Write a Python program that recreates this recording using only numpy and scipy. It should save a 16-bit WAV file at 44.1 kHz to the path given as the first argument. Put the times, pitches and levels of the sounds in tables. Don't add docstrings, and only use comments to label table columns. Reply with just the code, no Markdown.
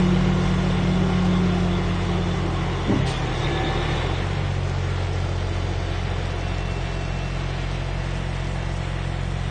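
import sys
import numpy as np
from scipy import signal
from scipy.fft import rfft, irfft
from scipy.io import wavfile
from scipy.ndimage import uniform_filter1d

SR = 44100
rng = np.random.default_rng(int(sys.argv[2]) if len(sys.argv) > 2 else 0)


def to_wav(s):
    ch = np.atleast_2d(s).T
    pcm = np.round(np.clip(ch, -1, 1) * 32767)
    wavfile.write(sys.argv[1], SR, pcm.astype(np.int16))


def gain_from_db(level_db):
    decades = np.asarray(level_db, float) / 20
    return 10 ** decades


N = 418950
T = np.arange(N) / SR
SOUND_SPEED = 343

# (time [s], firing rate [Hz])
ENGINE_SPEED = [(0, 48.28), (.66, 48.13), (1.32, 47.93), (1.65, 47.29), (2.31, 46.51), (2.64, 45.6),
                (2.95, 44.63), (3.1, 42.91), (3.25, 40.62), (3.4, 39.28), (3.55, 39.26), (3.85, 40.07),
                (4, 42.01), (4.15, 45.13), (4.3, 47.15), (4.45, 46.84), (4.6, 45.99), (5.1, 45.24),
                (5.5, 44.95), (5.9, 44.77), (7.1, 44.58), (9.5, 44.6)]
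# (frequency [Hz], level [dB])
ROAR_SPECTRUM = [(15, -31.5), (25, 2.5), (54, -10), (109, -8), (159, -6), (240, -15.5), (327, -12.5),
                 (388, -13), (718, -14.5), (1500, -23), (1950, -51.5), (3300, -120)]
# (frequency [Hz], level [dB])
CLATTER_SPECTRUM = [(600, -10), (1100, -7), (1900, -1), (2500, -4), (3500, -6), (4300, -13), (6000, -52)]
# (frequency [Hz], level [dB])
HISS_SPECTRUM = [(2500, -29), (4200, -3.5), (5500, -2), (7000, -7.5), (9200, -14), (12000, -48.5)]
# (frequency [Hz], level [dB])
SIZZLE_SPECTRUM = [(5000, -36.5), (7000, -3), (9000, -4.5), (12000, -24.5)]
# (frequency [Hz], width [Hz], relative level [dB])
PANEL_MODES = [(350, 138, -3), (765, 104, -8.5), (1074, 190, -8), (2030, 360, -14.5), (2933, 200, -15),
               (3464, 330, -12.5)]
CYLINDER_LEVELS = [-3.5, -2, -4, -4.5, -1.5, -4]
EXHAUST_PHASES = [0, -.1, 1.74, -2.64]
HARMONIC_LEVELS = [0.5, 1.64, 7.5, -22.5]
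# (time [s], tailpipe level [dB], extra path of the second opening [m],
# its share [ratio], swell of the lowest harmonic at this spot [dB])
LISTENER_WALK = [(0, -32, 2.81, 0.58, 0), (1.0, -31.9, 2.68, 0.59, -0.5), (1.8, -33, 2.3, 0.52, .5),
                 (2.7, -32.5, 2.57, 0.43, -1.5), (3.3, -37.5, 3.38, 0.83, -1), (3.9, -37, 3.1, 1.55, 1),
                 (4.4, -37, 2.15, 1.6, -3.5), (5.0, -33.5, 2.38, 1.28, -4), (5.8, -35, 2.5, 1.33, -2),
                 (6.6, -38.3, 2.68, 1.55, 0.5), (7.4, -41, 2.88, 1.85, 2.5), (8.4, -41.5, 2.78, 2.2, 2.5),
                 (9.5, -41, 2.63, 2.28, 1)]
# (time [s], level [dB])
HUM_LEVEL = [(0, -18.5), (.35, -24.5), (.66, -25), (1.32, -21), (1.98, -26), (2.31, -27), (2.8, -36),
             (3.1, -32), (3.25, -36.5), (3.4, -31.5), (3.9, -31.5), (4.1, -45), (9.5, -56)]
# (multiple of stroke rate [ratio], from [s], to [s], level [dB])
PASSING_PUMP_TONES = [(3, 7.8, 9.3, -49), (4, 6.2, 7.4, -52), (8, 4.8, 6.1, -54), (14, 5.6, 8, -55),
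                      (16, 6.35, 7.5, -46.5), (16, 7.5, 8.8, -53), (24, 5.9, 7.1, -55), (21, 5.2, 7.2, -60),
                      (26, 5.2, 6.4, -59), (29, 5.2, 6.3, -63), (29, 7.4, 8.1, -57)]
# (multiple of stroke rate [ratio], level [dB])
LOW_PUMP_WHINES = [(2, -47), (3, -53), (5, -56.5), (8, -59), (10, -55.5), (13, -56.5)]
# (multiple of stroke rate [ratio], level [dB])
HIGH_PUMP_WHINES = [(11, -57.5), (18, -56.5), (21, -58.5), (23, -60), (24, -62.5), (25, -64), (26, -61),
                    (27, -61), (28, -62), (34, -70.5)]
# (beats per crank turn [ratio], from [s], to [s], level before gear gain [dB])
PASSING_CRANK_TONES = [(16, 0, 1.7, -45), (88, 0, 1.9, -48), (20, .8, 1.6, -45), (23, 5.2, 6.4, -50),
                       (24, .9, 1.8, -40), (27, 4.7, 7, -47), (44, 1.5, 2.4, -47), (60, 7.5, 8.9, -54),
                       (120, 7.7, 8.7, -55), (132, 7.7, 9.5, -54), (132, .1, .4, -47), (132, .75, 1, -47),
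                       (132, 1.8, 2.2, -47), (132, 2.9, 3.3, -46), (176, 3, 3.3, -50)]
# (beats per crank turn [ratio], level before gear gain [dB])
LIFT_GEAR_TONES = [(22, -39.5), (132, -52)]
# (beats per crank turn [ratio], level before gear gain [dB])
IDLE_GEAR_TONES = [(8, -48), (44, -51), (48, -49.5), (55.5, -56.5)]
# (time [s], frequency [Hz], tone level [dB], buzz level [dB])
WHINE_COURSE = [(3.1, 334, -46, -61), (3.35, 338.3, -43, -40.5), (3.6, 341.4, -34, -41.5),
                (3.85, 352, -36.5, -43), (4.15, 354, -46, -45), (4.4, 350, -45, -62)]
# (multiple of whine frequency [ratio], relative level [dB])
WHINE_SPECTRUM = [(1, 0), (1.2, -7), (2.24, -2), (5.05, -8), (6, -13), (6.8, -13)]
# (time [s], peak level [dB], push [ms])
CLUNK_BLOWS = [(2.868, -21, 1.3), (2.882, -17, 1.4), (2.896, -8, 1.8), (2.914, -18, .8),
               (2.924, -12.5, 1.0), (2.932, -12.5, 1.4), (2.942, -17, 1.35), (2.959, -9.5, 2.5),
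               (2.994, -16, 9), (3.016, -16, 7.9), (3.036, -17, 11), (3.64, -23, 2.7)]
# (frequency [Hz], relative level [dB], 60 dB decay time [s])
FRAME_MODES = [(128, -5, .2), (200, 0, .16), (268, -1, .14), (310, -4, .1), (395, -6, .08), (560, -6, .06),
               (800, -6, .06), (1100, -8, .05), (1400, -10, .04)]
# (time [s], level [dB], hold [s], fade constant [s])
AIR_PUFFS = [(1.24, -44, 0.025, 0.018), (3.058, -33.5, 0.046, 0.047)]
# (frequency [Hz], level [dB])
PUFF_SPECTRUM = [(900, -44), (1800, -11.5), (3500, -6.5), (5500, -11.5), (7600, -17.5), (9300, -14),
                 (12000, -42)]
# (frequency [Hz], width [Hz], level [dB], from [s], to [s])
PASSING_RINGS = [(388.4, 13, -41, 1.3, 3.0), (455, 156, -43, 4.0, 6.53)]

# (starts, full, eases, gone) [s]
LUG_S, STRAIN_S = (2.7, 3.0, 3.45, 3.8), (2.8, 3.45, 4.0, 4.6)
RATTLE_S, LOW_S, BEAM_S = (4.3, 4.7, 7.8, 12.0), (4.6, 4.9, 9.3, 9.9), (4.6, 5.3, 7.6, 8.8)
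LIFT_S, IDLE_S = (-2, -1.5, 2.5, 3.0), (4.6, 5.4, 8.4, 10.5)
# (starts, ends) [s]; the hoist pressure drains away over UNLOAD_S
UNLOAD_S, TAILPIPE_S, SIZZLE_RISE_S = (3.97, 4.43), (3.5, 6.8), (7.6, 8.3)
# (level at first [dB], loss with distance [dB/s], gain added by strain [dB])
ROAR_LEVEL, CLATTER_LEVEL = (-28.5, 0.64, 3), (-37, 0.31, 2.9)
HISS_LEVEL, SHAKE_LEVEL = (-44.5, 0.75, 2.5), (-43, .4, 1.9)


def curves(table):
    s, *columns = np.transpose(table)
    return [np.interp(T, s, c) for c in columns]


def unit(x):
    return x / np.sqrt(np.mean(x ** 2))


def colour(x, spectrum):
    hz, db = np.transpose(spectrum)
    f = np.maximum(np.arange(N // 2 + 1) * SR / N, 1)
    gain = gain_from_db(np.interp(np.log(f), np.log(hz), db))
    return irfft(rfft(x) * gain, N)


def ring(x, hz, width):
    return signal.lfilter(*signal.iirpeak(hz, hz / width, SR), x)


def wander(rate):
    k = int(SR / rate)
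    held = np.repeat(rng.standard_normal(N // k + 1), k)
    return unit(uniform_filter1d(uniform_filter1d(held, k), k)[:N])


def sine(turns):
    return np.sqrt(2) * np.cos(2 * np.pi * turns)


def ramp(start, end):
    return np.clip((T - start) / (end - start), 0, 1)


def swell(start, full, eases, gone):
    return ramp(start, full) * (1 - ramp(eases, gone))


def loudness(first_db, db_per_s, strain_db):
    return gain_from_db(first_db - db_per_s * T + strain_db * swell(*STRAIN_S))


def pulses(turns, pattern_db, scatter_db, jitter):
    count = np.arange(1, int(turns[-1]))
    chance = rng.standard_normal((N // 20, 2))[count]
    at = np.interp(count + jitter * chance[:, 0], turns, np.arange(N))
    at = np.clip(at, 0, N - 2)
    size = gain_from_db(np.array(pattern_db)[count % len(pattern_db)] + scatter_db * chance[:, 1])
    whole = at.astype(int)
    part = at - whole
    return np.bincount(whole, size * (1 - part), N) + np.bincount(whole + 1, size * part, N)


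def cycle_noise(firings, memory):
    fresh = rng.standard_normal((100, 1500))
    cycles = signal.lfilter([1], [1, -memory], fresh, axis=0)[20:]
    return unit(np.interp(firings / 6 * 1500, np.arange(cycles.size), cycles.ravel()))


def comb(turns, table, span, waver_db):
    partials = sum(gain_from_db(db + waver_db * wander(2.51)) * sine(multiple * turns + rng.random())
                   for multiple, db in table)
    return swell(*span) * partials


def tones(turns, table, fade):
    out = np.zeros(N)
    for multiple, start, end, db in table:
        a, b = max(int((start - fade) * SR), 0), min(int((end + fade) * SR), N)
        t = T[a:b]
        envelope = np.clip(np.minimum(t - start, end - t) / (2 * fade) + .5, 0, 1)
        waver = np.interp(t, T[::4000], rng.standard_normal(len(T[::4000])))
        out[a:b] += gain_from_db(db + 1.3 * waver) * envelope * sine(multiple * turns[a:b] + rng.random())
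    return out


def rings():
    half = .25
    out = np.zeros(N)
    for hz, width, db, start, end in PASSING_RINGS:
        band = unit(ring(ring(rng.standard_normal(N), hz, width), hz, width))
        out += gain_from_db(db) * swell(start - half, start + half, end - half, end + half) * band
    return out


def valve():
    shape = np.zeros(N)
    for s, db, hold, fade in AIR_PUFFS:
        burst = np.clip((T - s) / 0.011, 0, 1)
        shape += gain_from_db(db) * burst * np.exp(-np.clip(T - s - hold, 0, 9) / fade)
    return shape * unit(colour(rng.standard_normal(N), PUFF_SPECTRUM))


def clunk():
    out, t = np.zeros(N), T[:SR // 4]
    for s, db, push_ms in CLUNK_BLOWS:
        phases = rng.uniform(-.15, .15, len(FRAME_MODES))
        body = sum(gain_from_db(m_db - 60 * t / t60) * np.sin(2 * np.pi * (hz * t + p))
                   for (hz, m_db, t60), p in zip(FRAME_MODES, phases))
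        push = np.hanning(int(push_ms * SR / 1000) + 3)
        body = np.convolve(body, push)[:len(t)]
        body = signal.lfilter(*signal.butter(2, 180 / push_ms, "high", fs=SR), body)
        out[int(s * SR):][:len(t)] += gain_from_db(db) * body / np.abs(body).max()
    return out


def whine():
    hz, db, buzz_db = curves(WHINE_COURSE)
    turns = np.cumsum(hz) / SR
    tone = sum(gain_from_db(p_db + 2.5 * wander(14)) * sine(m * turns + .08 * wander(25))
               for m, p_db in WHINE_SPECTRUM)
    chatter = gain_from_db(3.5 * wander(40))
    buzz = chatter * unit(ring(ring(rng.standard_normal(N), 3680, 420), 3680, 420))
    sounding = (T > WHINE_COURSE[0][0]) * (T < WHINE_COURSE[-1][0])
    return (gain_from_db(db) * tone + gain_from_db(buzz_db) * buzz) * sounding


def gears(firings):
    crank = firings / 3
    steady = comb(crank, LIFT_GEAR_TONES, LIFT_S, 1.8) + comb(crank, IDLE_GEAR_TONES, IDLE_S, 1.8)
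    return gain_from_db(1.0) * (steady + tones(crank, PASSING_CRANK_TONES, .15))


def pump(firings):
    strokes = 3.78 * firings
    hum = gain_from_db(curves(HUM_LEVEL)[0] + 1.33 * wander(15)) * sine(strokes)
    knocks = pulses(2 * strokes, [0, -5], 1.2, .004)
    spit = rng.standard_normal(N) * ring(knocks, 300, 900) ** 2
    rattle = unit(colour(spit + .8 * np.std(spit) * unit(knocks), HISS_SPECTRUM))
    whines = comb(strokes, LOW_PUMP_WHINES, LOW_S, 1.5)
    whines += comb(strokes, HIGH_PUMP_WHINES, BEAM_S, 2.2)
    whines += tones(strokes, PASSING_PUMP_TONES, 0.14)
    return hum + whines + gain_from_db(-52) * swell(*RATTLE_S) * rattle


def block(firings):
    beat = np.exp(-(firings % 1) / 0.5)
    blows = unit(pulses(firings, CYLINDER_LEVELS, 1.8, 0.0043))
    valves = cycle_noise(firings, 0.876)
    roar = rng.standard_normal(N) * (1 + 0.13 * beat) + .15 * blows + 0.36 * valves
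    roar = unit(colour(roar, ROAR_SPECTRUM))
    clatter = unit(colour(rng.standard_normal(N) * (1 + 0.18 * beat), CLATTER_SPECTRUM))
    clatter = clatter * gain_from_db(0.88 * wander(16))
    hiss = unit(colour(rng.standard_normal(N) * (1 + .4 * beat), HISS_SPECTRUM))
    hiss = hiss * gain_from_db(.6 * wander(14))
    shake = rng.standard_normal(N) + 0.28 * blows
    panels = sum(gain_from_db(db + 2.0 * wander(22)) * unit(ring(ring(shake, hz, w), hz, w))
                 for hz, w, db in PANEL_MODES)
    panels = gain_from_db(10 * (1 - ramp(*UNLOAD_S))) * panels
    sizzle = unit(colour(rng.standard_normal(N), SIZZLE_SPECTRUM)) * gain_from_db(1.3 * wander(14))
    sizzle = gain_from_db(-62 + 7.5 * ramp(*SIZZLE_RISE_S)) * sizzle
    noise = loudness(*ROAR_LEVEL) * roar + loudness(*CLATTER_LEVEL) * clatter
    return noise + loudness(*HISS_LEVEL) * hiss + loudness(*SHAKE_LEVEL) * panels + sizzle


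def exhaust(firings):
    db, extra_m, share, lowest_db = curves(LISTENER_WALK)
    bright_db = 13 * swell(*LUG_S) + 15.5 * ramp(*TAILPIPE_S)
    boom = np.zeros(N)
    for k, (h_db, lag) in enumerate(zip(HARMONIC_LEVELS, EXHAUST_PHASES)):
        level = h_db + (k == 0) * lowest_db + (k == 3) * bright_db + 0.31 * wander(12)
        boom += gain_from_db(level) * sine((k + 1) * firings + lag / (2 * np.pi))
    uneven = gain_from_db(np.array(CYLINDER_LEVELS)[firings.astype(int) % 6])
    boom = boom * (1 + 0.67 * (unit(uniform_filter1d(uneven, size=500)) - 1))
    second = np.interp(T - extra_m / SOUND_SPEED, T, boom)
    return gain_from_db(db) * (boom - share * second)


def scene():
    firings = np.cumsum(curves(ENGINE_SPEED)[0]) / SR
    truck = exhaust(firings) + block(firings) + pump(firings) + gears(firings)
    return (truck + rings() + whine() + clunk() + valve())[None]


def gate_treble(x, from_hz, full_hz, depth):
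    hz, _, lines = signal.stft(x, SR, "cosine", nperseg=2048)
    power = uniform_filter1d(np.abs(lines) ** 2, size=31, axis=0)
    around = np.sqrt(uniform_filter1d(power, size=5, axis=1))
    patches = 1.6 * uniform_filter1d(rng.standard_normal((129, lines.shape[1])), size=3, axis=1)
    patches = np.repeat(gain_from_db(3.5 * patches), 8, axis=0)[:len(hz)]
    rise = np.clip(np.log(hz[:, None] / from_hz + 1e-9) / np.log(full_hz / from_hz), 0, 1)
    kept = np.abs(lines) > depth * rise * patches * around
    return signal.istft(lines * kept, SR, "cosine", nperseg=2048)[1][:N]


def band_limit(x):
    return signal.sosfilt(signal.butter(12, 9390, fs=SR, output="sos"), x)


def record(dry):
    bass_cut = signal.butter(5, 34, "high", fs=SR, output="sos")
    top_cut = signal.ellip(10, .3, 70, 9050, fs=SR, output="sos")
    gated = gate_treble(dry[0], from_hz=1500, full_hz=7000, depth=1.0)
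    limited = signal.sosfilt(top_cut, signal.sosfiltfilt(bass_cut, gated))
    return band_limit(limited[None])


dry = scene()
out = record(dry)
to_wav(out)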